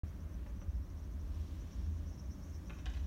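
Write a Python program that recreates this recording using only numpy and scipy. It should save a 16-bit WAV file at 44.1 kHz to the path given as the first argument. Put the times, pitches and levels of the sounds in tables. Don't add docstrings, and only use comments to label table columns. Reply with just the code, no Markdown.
import sys
import numpy as np
from scipy import signal
from scipy.fft import rfft, irfft
from scipy.io import wavfile
from scipy.ndimage import uniform_filter1d

SR = 44100
rng = np.random.default_rng(int(sys.argv[2]) if len(sys.argv) > 2 else 0)


def bounce(signal):
    frames = np.transpose(np.atleast_2d(signal))
    limited = np.clip(frames, -1, 1)
    pcm = np.round(limited * 32767).astype(np.int16)
    wavfile.write(sys.argv[1], SR, pcm)


N = 134946


def undb(db):
    return 10 ** (np.asarray(db) / 20)


def unit(x):
    return x / np.sqrt(np.mean(x ** 2))


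def curve(table, col=1):
    table = np.array(table, float)
    return np.interp(np.arange(N) / SR, table[:, 0], table[:, col])


def band(x, hz, width_hz):
    return signal.lfilter(*signal.iirpeak(hz, hz / width_hz, fs=SR), x)


def walk(rate_hz):
    hold = int(SR / rate_hz)
    steps = np.repeat(rng.standard_normal(N // hold + 1), hold)
    slewed = uniform_filter1d(uniform_filter1d(steps, hold), hold)
    return unit(slewed[:N])


# frequency in Hz, relative spectral level in dB.
TRAFFIC_SPECTRUM = [(15, -44), (22, -27), (38, -9.5), (47, -7.5), (55, 2.5), (70, -3), (88, -6.5),
                    (100, -13), (110, -20), (190, -16), (228, -24.5), (280, -21.5), (457, -36.5),
                    (510, -37.5), (580, -33), (750, -41.5), (1130, -39.5), (1340, -44.5), (1600, -44),
                    (2590, -51.5), (4500, -56), (5000, -57), (7400, -61.5), (9300, -59.5), (10400, -63),
                    (11500, -59.5), (16000, -58.5)]
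# time in seconds, level change in dB.
RUMBLE_COURSE = [(0, -5.5), (.4, 1.5), (.8, 2.5), (1.2, 1), (1.6, 0.5), (2.0, -2.5), (2.4, -0.5), (2.7, 0),
                 (3.06, 4)]
TRAFFIC_DB = -43
SWELL_DB, FLICKER_DB = 0.6, 0.62


def traffic():
    hz = np.maximum(np.arange(N // 2 + 1) * SR / N, 1)
    table = np.array(TRAFFIC_SPECTRUM)
    spectrum_db = np.interp(np.log(hz), np.log(table[:, 0]), table[:, 1])
    noise = rfft(rng.standard_normal(N)) * undb(spectrum_db)
    noise *= undb(TRAFFIC_DB) / np.std(irfft(noise, N))
    octave = np.clip(np.log2(hz / 31.25), 0, 9)
    swell = walk(1.77)
    out = 0
    for k in range(10):
        level_db = SWELL_DB * swell + FLICKER_DB * walk(7.3)
        if k < 2:
            level_db = level_db + curve(RUMBLE_COURSE)
        weight = np.clip(1 - abs(octave - k), 0, 1)
        out = out + undb(level_db) * irfft(noise * weight, N)
    return out


# time in seconds, pitch in Hz, RMS level in dB before the waver.
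HUM_COURSE = [(0.04, 75.3, -40), (0.05, 78.5, -49.5), (0.6, 80.05, -50.5), (1.1, 80.55, -47.5),
              (1.28, 76.4, -44), (1.45, 80.13, -47.5), (2.12, 80.4, -43.5), (2.42, 78.6, -68),
              (3.06, 78.7, -46)]
HUM_WAVER_DB = -2.5


def hum():
    phase = 2 * np.pi * np.cumsum(curve(HUM_COURSE)) / SR
    level_db = curve(HUM_COURSE, col=2) + HUM_WAVER_DB * walk(6)
    return np.sqrt(2) * undb(level_db) * np.sin(phase)


# time in seconds, RMS level in dB before a 1 dB flicker.
TYRE_COURSE = [(0, -81), (1.1, -84), (1.4, -71.5), (1.8, -73.5), (2.2, -82), (2.6, -81.5), (3.06, -74)]
TYRE_HZ, TYRE_WIDTH_HZ = 3170, 1900


def tyres():
    hiss = unit(band(rng.standard_normal(N), TYRE_HZ, TYRE_WIDTH_HZ))
    return undb(curve(TYRE_COURSE) + walk(12.6)) * hiss


# frequency in Hz, width in Hz of each of two filter passes, gain in dB.
BRAKE_MODES = [(5490, 380, -5.5), (5910, 390, -5), (6410, 450, -7), (6910, 310, -9.5)]
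# time in seconds, level in dB before the resonance gain.
DRAG_COURSE = [(0, -85), (1.25, -85), (1.5, -79), (2.0, -79), (2.3, -81), (2.6, -77), (3.06, -79)]
# time in seconds of the peak at the centre frequency,
# level in dB before the resonance gain, centre frequency in Hz.
SQUEAK_RUBS = [(0.083, -71, 5800), (0.15, -76, 5700), (0.214, -69.5, 5800), (0.297, -78, 6100),
               (0.337, -73.5, 5840), (0.489, -72, 5950), (0.562, -76, 5810), (0.62, -69.5, 5700),
               (0.704, -72.5, 5840), (0.762, -75, 5770), (0.848, -77, 5830), (0.91, -71.5, 5870),
               (0.983, -73.5, 5736), (1.045, -71.5, 5760), (1.128, -74, 5950), (1.212, -73, 5900),
               (1.275, -78, 5840), (1.349, -73, 5790), (1.421, -75, 5910), (1.482, -72, 5810),
               (1.555, -76, 5890), (1.609, -70, 5867), (1.683, -76, 5945), (1.734, -70, 5800),
               (1.801, -71, 5640), (1.853, -70, 5700), (1.916, -77, 5990), (1.97, -73, 5820),
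               (2.092, -69, 5972), (2.144, -71, 5900), (2.199, -66, 5740), (2.256, -71, 5970),
               (2.321, -65, 5690), (2.387, -74, 5900), (2.441, -67, 5850), (2.496, -75, 6280),
               (2.55, -64.5, 5570), (2.679, -67.5, 5830), (2.739, -74, 6020), (2.794, -68, 5700),
               (3.004, -73, 6100), (3.049, -73, 5600)]
SQUEAK_S, SQUEAK_WIDTH_HZ = 0.012, 550.0
RISE_HZ_PER_S = 40000.0


def squeak():
    t = np.arange(N) / SR
    out = 0
    for hz, width_hz, gain_db in BRAKE_MODES:
        rub = undb(curve(DRAG_COURSE))
        for at, level_db, centre_hz in SQUEAK_RUBS:
            delay = (hz - centre_hz) / RISE_HZ_PER_S
            near = slice(int((at - 0.07) * SR), int((at + 0.07) * SR))
            in_time = ((t[near] - at - delay) / SQUEAK_S) ** 2
            in_pitch = ((hz - centre_hz) / SQUEAK_WIDTH_HZ) ** 2
            rub[near] += undb(level_db) * np.exp(-0.5 * in_time - 0.5 * in_pitch)
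        ring = unit(band(band(rng.standard_normal(N), hz, width_hz), hz, width_hz))
        out = out + undb(gain_db + 1.76 * walk(25.18)) * rub * ring
    return out


# start in seconds, level in dB,
# brightness in dB per octave about 1500 Hz, time in seconds for the rattle to fall to 1/e.
DECK_BLOWS = [(.463, -53.5, -7, 0.01), (.616, -53, -6.5, 0.0076), (2.697, -42.5, 2.5, 0.0025),
              (2.704, -47, -2.5, 0.0062), (2.73, -60, 14, 0.014), (2.785, -56.5, 19, 0.011)]
BAR_BLOWS = [(2.858, -45, 3.5, 0.0032), (2.864, -45, -5.5, 0.0076), (2.897, -58, 5, 0.013),
             (2.936, -58.5, 7, 0.0083), (2.95, -59, -7.5, 0.0056), (2.971, -57, -5, 0.0062)]
# frequency in Hz, relative level in dB before brightness.
DECK_MODES = [(580, 2), (856, 2), (1195, -5), (1390, -2), (1520, -3), (1680, -2), (1940, -9), (2150, -8),
              (2395, -9), (2585, -8), (2700, -9), (3100, -11), (3690, -15)]
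BAR_MODES = [(605, -13), (795, -6.5), (1085, -8), (1430, -7), (1700, 4), (1975, 6.5), (2540, 5.5),
             (3020, 8.5), (3480, 4), (3780, 5), (4300, -7), (5390, -21), (6360, -10), (6880, -13)]
DECK_TOP_HZ, BAR_TOP_HZ = 3830, 7436
RING_S = 0.048
STRIKE_DB = 8
SMACK_HZ, SMACK_GAIN = 1990, 2 * undb(-3)


def knocks(hits, modes, top_hz):
    out = np.zeros(N + SR)
    t = np.arange(SR // 4) / SR
    for at, level_db, tilt_db, rattle_s in hits:
        push = rng.standard_normal(len(t)) * np.exp(-t / rattle_s)
        push[0] = undb(STRIKE_DB)
        body = 0
        for hz, mode_db in modes:
            gain = undb(mode_db + tilt_db * np.log2(hz / 1500)) * (hz / 1000) ** 0.4
            decay = 1000.0 ** (-t * (hz / 1000) ** 0.8 / RING_S)
            body = body + gain * np.sin(2 * np.pi * hz * t) * decay
        ring = signal.fftconvolve(push, body)[:len(t)] / np.linalg.norm(body)
        smack_hz = min(SMACK_HZ * 2 ** (tilt_db / 4), 6000)
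        smack = band(band(push, smack_hz, 1.6 * smack_hz), smack_hz, 1.6 * smack_hz)
        out[int(at * SR):][:len(t)] += undb(level_db) * (ring + SMACK_GAIN * smack)
    return signal.sosfilt(signal.butter(6, top_hz, fs=SR, output="sos"), out[:N])


TAIL_DB, TAIL_T60_S, TAIL_HZ = -9.5, 0.55, 3460


def walls(x):
    t = np.arange(SR // 2) / SR
    onset = 1 - np.exp(-t / 0.002)
    echo = rng.standard_normal(len(t)) * 1000.0 ** (-t / TAIL_T60_S) * onset
    echo = signal.lfilter(*signal.butter(1, TAIL_HZ, fs=SR), echo)
    return undb(TAIL_DB) * signal.fftconvolve(x, echo / np.linalg.norm(echo))[:N]


# time in seconds, level in dB.
SCRAPE_COURSE = [(2.86, -90), (2.88, -69), (2.92, -70), (2.95, -62), (3.0, -72), (3.06, -82)]
SCRAPE_HZ, SCRAPE_WIDTH_HZ = 2414, 2400
GRIT_DB = 4.0


def scrape():
    grit = rng.standard_normal(N) * undb(GRIT_DB * walk(150))
    narrow = band(grit, SCRAPE_HZ, SCRAPE_WIDTH_HZ)
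    rasp = unit(band(narrow, SCRAPE_HZ, 2 * SCRAPE_WIDTH_HZ))
    gate = np.arange(N) > SCRAPE_COURSE[0][0] * SR
    return gate * undb(curve(SCRAPE_COURSE)) * rasp


def scene():
    board = knocks(DECK_BLOWS, DECK_MODES, DECK_TOP_HZ) + knocks(BAR_BLOWS, BAR_MODES, BAR_TOP_HZ)
    street = traffic() + hum() + tyres() + squeak()
    return (street + board + walls(board) + scrape())[None]


START_S = 0.034
TOP_HZ = 15800


def record(dry):
    opened = dry * np.clip((np.arange(N) / SR - START_S) / 0.0008, 0, 1)
    return signal.sosfilt(signal.ellip(10, 0.2, 60, TOP_HZ, fs=SR, output="sos"), opened)


dry = scene()
out = record(dry)
bounce(out)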